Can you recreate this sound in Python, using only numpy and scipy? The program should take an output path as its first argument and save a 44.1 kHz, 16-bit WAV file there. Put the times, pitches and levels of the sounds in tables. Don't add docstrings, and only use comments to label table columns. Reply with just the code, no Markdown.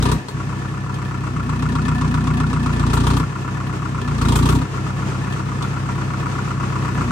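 import sys
import numpy as np
from scipy import signal
from scipy.fft import rfft, irfft, next_fast_len
from scipy.io import wavfile
from scipy.ndimage import uniform_filter1d, map_coordinates

SR = 44100
rng = np.random.default_rng(int(sys.argv[2]) if len(sys.argv) > 2 else 0)


def store_pcm(level_fs):
    pcm = np.round(np.clip(level_fs, -1, 1) * 32767).astype(np.int16)
    wavfile.write(sys.argv[1], SR, np.atleast_2d(pcm).T)


N = 313670

LIGHT_HALF_FULL = [0, .5, 1]
# firing point/cycles, light-load knock/dB, full-load knock/dB, rattle/dB, slap/dB
FIRING_ORDER = [(0.121, 0, 2.5, 4.5, -6), (0.372, -10, -7.5, 9, -2.5), (.63, -9, -9.5, 9, -2),
                (0.869, -2, 4.5, 3, 0.5)]


def amp(db):
    return 10 ** (np.asarray(db) / 20)


def unit(x):
    return x / np.sqrt(np.mean(x ** 2) + 1e-20)


def along(points, hz):
    f, values = np.transpose(points)
    return np.interp(np.log(hz + 1), np.log(f + 1), values)


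def curves(rows):
    times, *columns = np.transpose(rows)
    return [np.interp(np.arange(N) / SR, times, column) for column in columns]


def wobble(rate):
    knots = rng.standard_normal(int(N * rate / SR) + 4)
    return map_coordinates(knots, [np.arange(N) * rate / SR])


def lagged(x, seconds):
    keep = np.exp(-1 / (seconds * SR))
    return x[0] + signal.lfilter([1 - keep], [1, -keep], x - x[0])


def filtered(x, response):
    size = 2 * next_fast_len(N // 2 + SR // 4)
    return irfft(rfft(x, size) * response(np.fft.rfftfreq(size, 1 / SR)), size)[..., :N]


def coloured(x, points):
    def response(hz):
        cepstrum = irfft(np.log(amp(along(points, hz))))
        return np.exp(rfft(2 * cepstrum[:len(cepstrum) // 2], len(cepstrum)))
    return filtered(x, response)


def resonant(x, modes):
    def response(hz):
        return sum(amp(db) * 1j * hz * width / (centre ** 2 - hz ** 2 + 1j * hz * width)
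                   for centre, width, db in modes)
    return unit(filtered(x, response))


def burst(rise, t60, delay=0):
    t = np.maximum(np.arange(SR // 8) / SR - delay, 0)
    shape = (1 - np.exp(-t / rise)) * amp(-60 * t / t60)
    return shape / np.linalg.norm(shape)


def strikes(at, sizes, shape):
    shape = np.atleast_2d(shape)
    out = np.zeros((len(shape), N + shape.shape[1]))
    for start, size in zip(np.clip(at, 0, N).astype(int), sizes):
        out[:, start:start + shape.shape[1]] += size * shape
    return out[:, :N]


def thwacks(times, db, rise, t60):
    shape = burst(rise, t60)
    return strikes(times * SR, amp(db), shape / shape.max()) * rng.standard_normal((2, N))


def firings(cycle, place):
    return np.searchsorted(cycle, np.arange(place, cycle[-1], 1))


def governor(rpm, free_rpm=968, droop_rpm=85, lag_s=0.15, inertia_s=0.03, overshoot_s=0.16):
    speeding_up = np.maximum(np.gradient(rpm) * SR, 0)
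    pickup_load = 0.0008 * lagged(lagged(speeding_up, inertia_s), inertia_s)
    sag = lagged((free_rpm - rpm) / droop_rpm, lag_s)
    demand = np.clip(sag + pickup_load, 0, 1)
    closing = lagged(np.maximum(-np.gradient(demand) * SR, 0), seconds=0.011)
    return demand - overshoot_s * closing


def exhaust(cycle, load, waver_db=0.5, boom_order=8, slip_rad=2.8):
    # multiple, light-load level/dB, half-load level/dB, full-load level/dB
    orders = [(4, -63, -58, -56), (6, -49, -57, -60), (7, -45.5, -49, -44), (8, -36, -27.5, -20.5),
              (9, -55, -57, -44), (10, -53, -60, -49), (11, -58, -59, -56), (12, -30.5, -27.5, -23),
              (13, -38.5, -41.5, -36), (14, -48, -42, -40), (15, -46, -48, -49), (16, -26, -26, -20),
              (17, -42, -44.5, -36), (18, -33, -64, -48), (19, -38, -28, -39), (20, -36, -24.5, -21.5),
              (21, -51.5, -35.5, -41), (22, -49, -49, -50), (23, -37, -34, -42), (24, -36, -35, -32),
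              (25, -45, -57, -34), (26, -56, -39, -52), (27, -50, -35, -33.5), (28, -49, -38, -38.5),
              (29, -47.5, -46, -42.5), (30, -52, -38, -33), (31, -42, -37, -37.5), (32, -49, -28.5, -30.5),
              (33, -44.5, -35.5, -48), (34, -50, -36, -36), (35, -48.5, -50.5, -28.5),
              (36, -56, -36, -29.5), (37, -54, -51, -45), (38, -45.5, -51, -41), (39, -52.5, -61, -40),
              (40, -45, -43, -37), (42, -55, -49, -47), (44, -63.5, -46, -41), (45, -57, -56, -43),
              (46, -70, -58, -42), (47, -61, -47, -53), (48, -58, -49.5, -38), (50, -57, -54, -47.5),
              (51, -50.5, -55.5, -51), (54, -57.5, -56, -46.5), (56, -53, -52, -44)]
    firing_path = [(.291, -.00125, .977), (.121, .0043, .55), (.1, -.00347, .991)]
    chug_path = [(.532, .0078, .429), (.172, .02467, .846), (.577, 0, .463)]
    note = np.zeros(N)
    for order, *levels_db in orders:
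        delay, dispersion, shift = np.transpose(chug_path if order % len(FIRING_ORDER) else firing_path)
        phases = np.unwrap(2 * np.pi * (shift - order * (delay + dispersion * order)))
        if order == boom_order:
            phases[0] -= slip_rad
        level = np.interp(load, LIGHT_HALF_FULL, amp(levels_db))
        phase = np.interp(load, LIGHT_HALF_FULL, phases)
        note += level * np.cos(2 * np.pi * order * cycle + phase)
    return np.sqrt(2) * note * amp(waver_db * wobble(20))


def fan_and_tyres(flutter_db=1.5):
    # f/Hz, level/dB
    rush_spectrum = [(25, -22), (60, -12), (150, 16.5), (350, 16.5), (600, 8.5), (1000, 13), (1900, 5),
                     (2700, 1.5), (4000, -5), (6500, -5.5), (9200, -10.5), (10500, -29), (12500, -18),
                     (15500, -106)]
    common = filtered(rng.standard_normal(N), lambda hz: 1 / (1 + (hz / 450) ** 2))
    apart = filtered(rng.standard_normal((2, N)), lambda hz: hz / (hz + 250))
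    return unit(coloured(apart + 1.47 * common, rush_spectrum)) * amp(flutter_db * wobble(25))


def knock(cycle, load, scatter_db=0.5):
    # f/Hz, level/dB
    block_spectrum = [(150, -46), (300, -2.5), (430, -5.5), (600, -17), (850, -17), (980, 3.5),
                      (1130, -0.5), (1360, 5), (1560, -9), (2000, -13), (2600, -11.5), (3500, -28),
                      (8000, -24.5), (15000, -119)]
    # f/Hz, width/Hz, level/dB
    block_modes = [(1112, 15.5, 17), (1270, 25, -16), (1357, 13, 11.5), (2553, 31, 3)]
    blow = (burst(rise=0.0011, t60=0.041)
            + amp(-5) * burst(rise=0.0011, t60=0.03, delay=0.0078)
            + amp(-7) * burst(rise=0.00044, t60=0.3, delay=0.0168))
    colour = unit(amp(along(block_spectrum, np.fft.rfftfreq(len(blow), 1 / SR))))
    block = np.zeros((2, N))
    for place, light_db, full_db, *_ in FIRING_ORDER:
        at = firings(cycle, place)
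        sizes = amp(light_db + load[at] * (full_db - light_db) + scatter_db * rng.standard_normal(len(at)))
        apart, common = rng.standard_normal((2, len(blow))), rng.standard_normal(len(blow))
        ring = blow * (apart + 0.92 * common)
        ring /= np.sqrt(np.mean(np.abs(rfft(ring) * colour) ** 2, axis=1, keepdims=True))
        fresh_noise = strikes(at, sizes, blow) * rng.standard_normal((2, N))
        block += strikes(at, sizes, ring) + 0.67 * fresh_noise
    block = unit(coloured(block, block_spectrum)) + amp(-7) * resonant(block, block_modes)
    running_power = uniform_filter1d(np.mean(block ** 2, 0), SR // 2)
    return block / np.sqrt(running_power)


def rattle(cycle, scatter_db=3, grain_db=0.5):
    shaking = np.zeros((1, N))
    for place, _, _, rattle_db, _ in FIRING_ORDER:
        at = firings(cycle, place)
        sizes = amp(rattle_db + scatter_db * rng.standard_normal(len(at)))
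        shaking += strikes(at, sizes, burst(rise=0.0041, t60=0.11))
    return shaking * amp(grain_db * wobble(700)) * rng.standard_normal((2, N))


def covers(contacts, load):
    # f/Hz, width/Hz, level/dB
    cover_modes = [(730, 20, 10), (980.5, 9, 14), (1120, 4.8, 10), (1743, 26, 14), (2518, 52, 2)]
    return resonant(contacts, cover_modes) * amp(np.interp(load, LIGHT_HALF_FULL, [-41.5, -36.5, -44]))


def bonnet(contacts, ring_db):
    # f/Hz, level/dB
    crack_spectrum = [(150, -36.5), (400, 23.5), (620, 2.5), (1000, 17), (2000, -3), (3700, 4.5),
                      (5500, -1), (9300, -1.5), (12000, -72), (15500, -93)]
    # f/Hz, width/Hz, level/dB
    panel_modes = [(944.5, 21, 13), (1159, 20, 13.5), (2440, 53, -5.5), (3130, 110, -16), (3920, 67, -37)]
    return unit(coloured(contacts, crack_spectrum)) + amp(ring_db) * resonant(contacts, panel_modes)


def slaps(cycle, load, clearance=0.2, full_throw=0.455, scatter_db=1.1):
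    # f/Hz, width/Hz, level/dB
    metal_modes = [(2600, 78, -21), (3320, 120, 9), (4160, 200, 3.5), (5100, 150, 0), (7150, 470, -19)]
    hits = []
    for place, *_, slap_db in FIRING_ORDER:
        at = firings(cycle, place)
        throw = np.minimum(load[at], full_throw) * amp(slap_db) - clearance
        hit_db = 20 * np.log10(np.maximum(throw, 1e-6)) + scatter_db * rng.standard_normal(len(at))
        hits += zip(at[throw > 0] / SR, hit_db[throw > 0])
    times, db = np.transpose(hits)
    ring = resonant(thwacks(times, db, rise=0.0004, t60=0.09), metal_modes)
    crack = bonnet(thwacks(times, db, rise=0.0011, t60=0.081), ring_db=-4)
    return crack + amp(-15.5) * ring


def clanks(mode_count=4, mode_spread=0.076):
    # t/s, relative level/dB, clink f/Hz, treble against that level/dB
    blows = [(0.0242, -15.5, 3850, -8), (0.057, -30, 3830, -17), (0.1148, -15, 3920, -7),
             (0.2838, -23, 4200, -10), (0.9412, -26, 3395, -13), (2.797, -25.5, 3600, -13),
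             (2.866, -25, 3900, -13), (2.934, -16, 2870, -4.5), (2.9735, -19.5, 3570, -19),
             (3.0044, -26, 3320, -16), (3.0672, -14.5, 3220, -10), (3.1046, -36, 2860, -11),
             (3.1337, -38, 3640, -11), (3.1663, -23.5, 3380, -2), (4.015, -24.5, 3210, -24),
             (4.08, -30, 3500, -20), (4.182, -24, 3700, -14), (4.2162, -18, 4274, -10),
             (4.254, -21.5, 3600, -17), (4.2847, -15, 3520, -13), (4.321, -15.5, 3280, -12),
             (4.3564, -13.5, 3540, -2), (4.389, -20, 3160, -20), (4.427, -20, 4050, -14),
             (4.4555, -16, 3195, -10), (4.489, -16, 3640, -5), (4.5238, -24, 3100, -8),
             (4.5507, -21, 3710, -11), (5.3227, -23, 3110, -17), (5.6237, -20, 3560, -15)]
    times, db, clink_hz, treble_db = np.transpose(blows)
    crack = bonnet(thwacks(times, db, rise=0.00037, t60=0.07), ring_db=-5)
    treble_spray = thwacks(times, db + treble_db, rise=0.00039, t60=0.19)
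    edge = resonant(treble_spray, [(7900, 2800, 0.52), (11070, 220, -1.5)])
    t = np.arange(SR // 8) / SR
    clinks = np.zeros((2, N))
    for start, level_db, centre_hz in zip(times, db, clink_hz):
        modes_hz = centre_hz * np.exp(mode_spread * rng.standard_normal((mode_count, 1)))
        ring = np.sin(2 * np.pi * (modes_hz * t + rng.random((2, mode_count, 1)))).sum(axis=1)
        clinks += strikes([start * SR], [amp(level_db)], ring * burst(rise=0.0011, t60=0.13))
    return amp(-40) * crack + amp(-49) * edge + amp(-50) * unit(clinks)


def scene():
    # t/s, speed/rpm
    revs = [(0, 879), (.17, 951), (.3, 960.4), (.93, 978.3), (1.47, 925.7), (2.57, 925.4), (2.86, 875.8),
            (2.99, 876.6), (3.29, 968.7), (3.92, 955.1), (4.19, 862.8), (4.29, 850.7), (4.63, 958.7),
            (5.7, 973.3), (6.78, 965), (7.11, 905.3)]
    # t/s, fuel withheld/full fuel
    fuel_cuts = [(.13, 0.099), (.18, 0.87), (.25, 0.96), (.325, 0.91), (.345, 0), (3.225, 0.014),
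                 (3.265, 0.38), (3.34, 0.01), (4.62, 0.063), (4.685, 0.36), (4.75, 0.039)]
    # t/s, exhaust/dB, knock/dB, rush/dB
    drift = [(0, -1.5, -6, 3.5), (.48, -1.3, -2.5, 2), (.8, -2, -2, 1.5), (1.2, -1.5, 0, 0),
             (2.2, 0.4, 2.5, 0.5), (2.75, -0.5, 1.5, 2), (3.9, -2, .5, 2), (4.4, 0, 1.5, 3.5),
             (5.1, 0, -0.5, 4.5), (7.11, 0.3, 5, 5)]
    rpm, = curves(revs)
    withheld, = curves(fuel_cuts)
    exhaust_drift, knock_drift, rush_drift = curves(drift)
    cycle = np.cumsum(rpm) / (2 * 60 * SR)
    fuel = np.maximum(governor(rpm) - withheld, -1.44)
    load = np.clip(fuel, 0, 1)
    firing_cycle = cycle - 0.015 * load
    exhaust_db = 11.5 * np.minimum(fuel, 0) + exhaust_drift
    knock_db = -33.5 + 2.5 * fuel - 50 * withheld ** 2 + knock_drift
    rattle_db = -53 + 23.5 * load ** 3
    rush_db = -35.5 + 3.5 * load + rush_drift
    puffs = exhaust(cycle, lagged(load, seconds=0.013))
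    block = knock(firing_cycle, load)
    contacts = rattle(firing_cycle)
    return (puffs * amp(exhaust_db)
            + block * amp(knock_db)
            + covers(contacts, load)
            + bonnet(contacts, ring_db=-3) * amp(rattle_db)
            + slaps(firing_cycle, load) * amp(-43)
            + clanks()
            + fan_and_tyres() * amp(rush_db))


def record(dry):
    # f/Hz, left minus right level/dB
    balance = [(60, .5), (170, .7), (350, 1.7), (700, 3.5), (1400, 2.6), (2800, .3), (4200, 3.5),
               (6400, 5.5), (9500, -2), (14000, 0)]
    # f/Hz, phase lead/rad
    left_lead = [(30, .1), (60, .24), (125, .45), (250, .4), (500, .2), (1000, 0)]
    top_hz = 15830
    side = np.array([[.5], [-.5]])

    def response(hz):
        return amp(side * along(balance, hz)) * np.exp(1j * side * along(left_lead, hz)) * (hz < top_hz)
    return filtered(dry, response)


dry = scene()
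out = record(dry)
store_pcm(out)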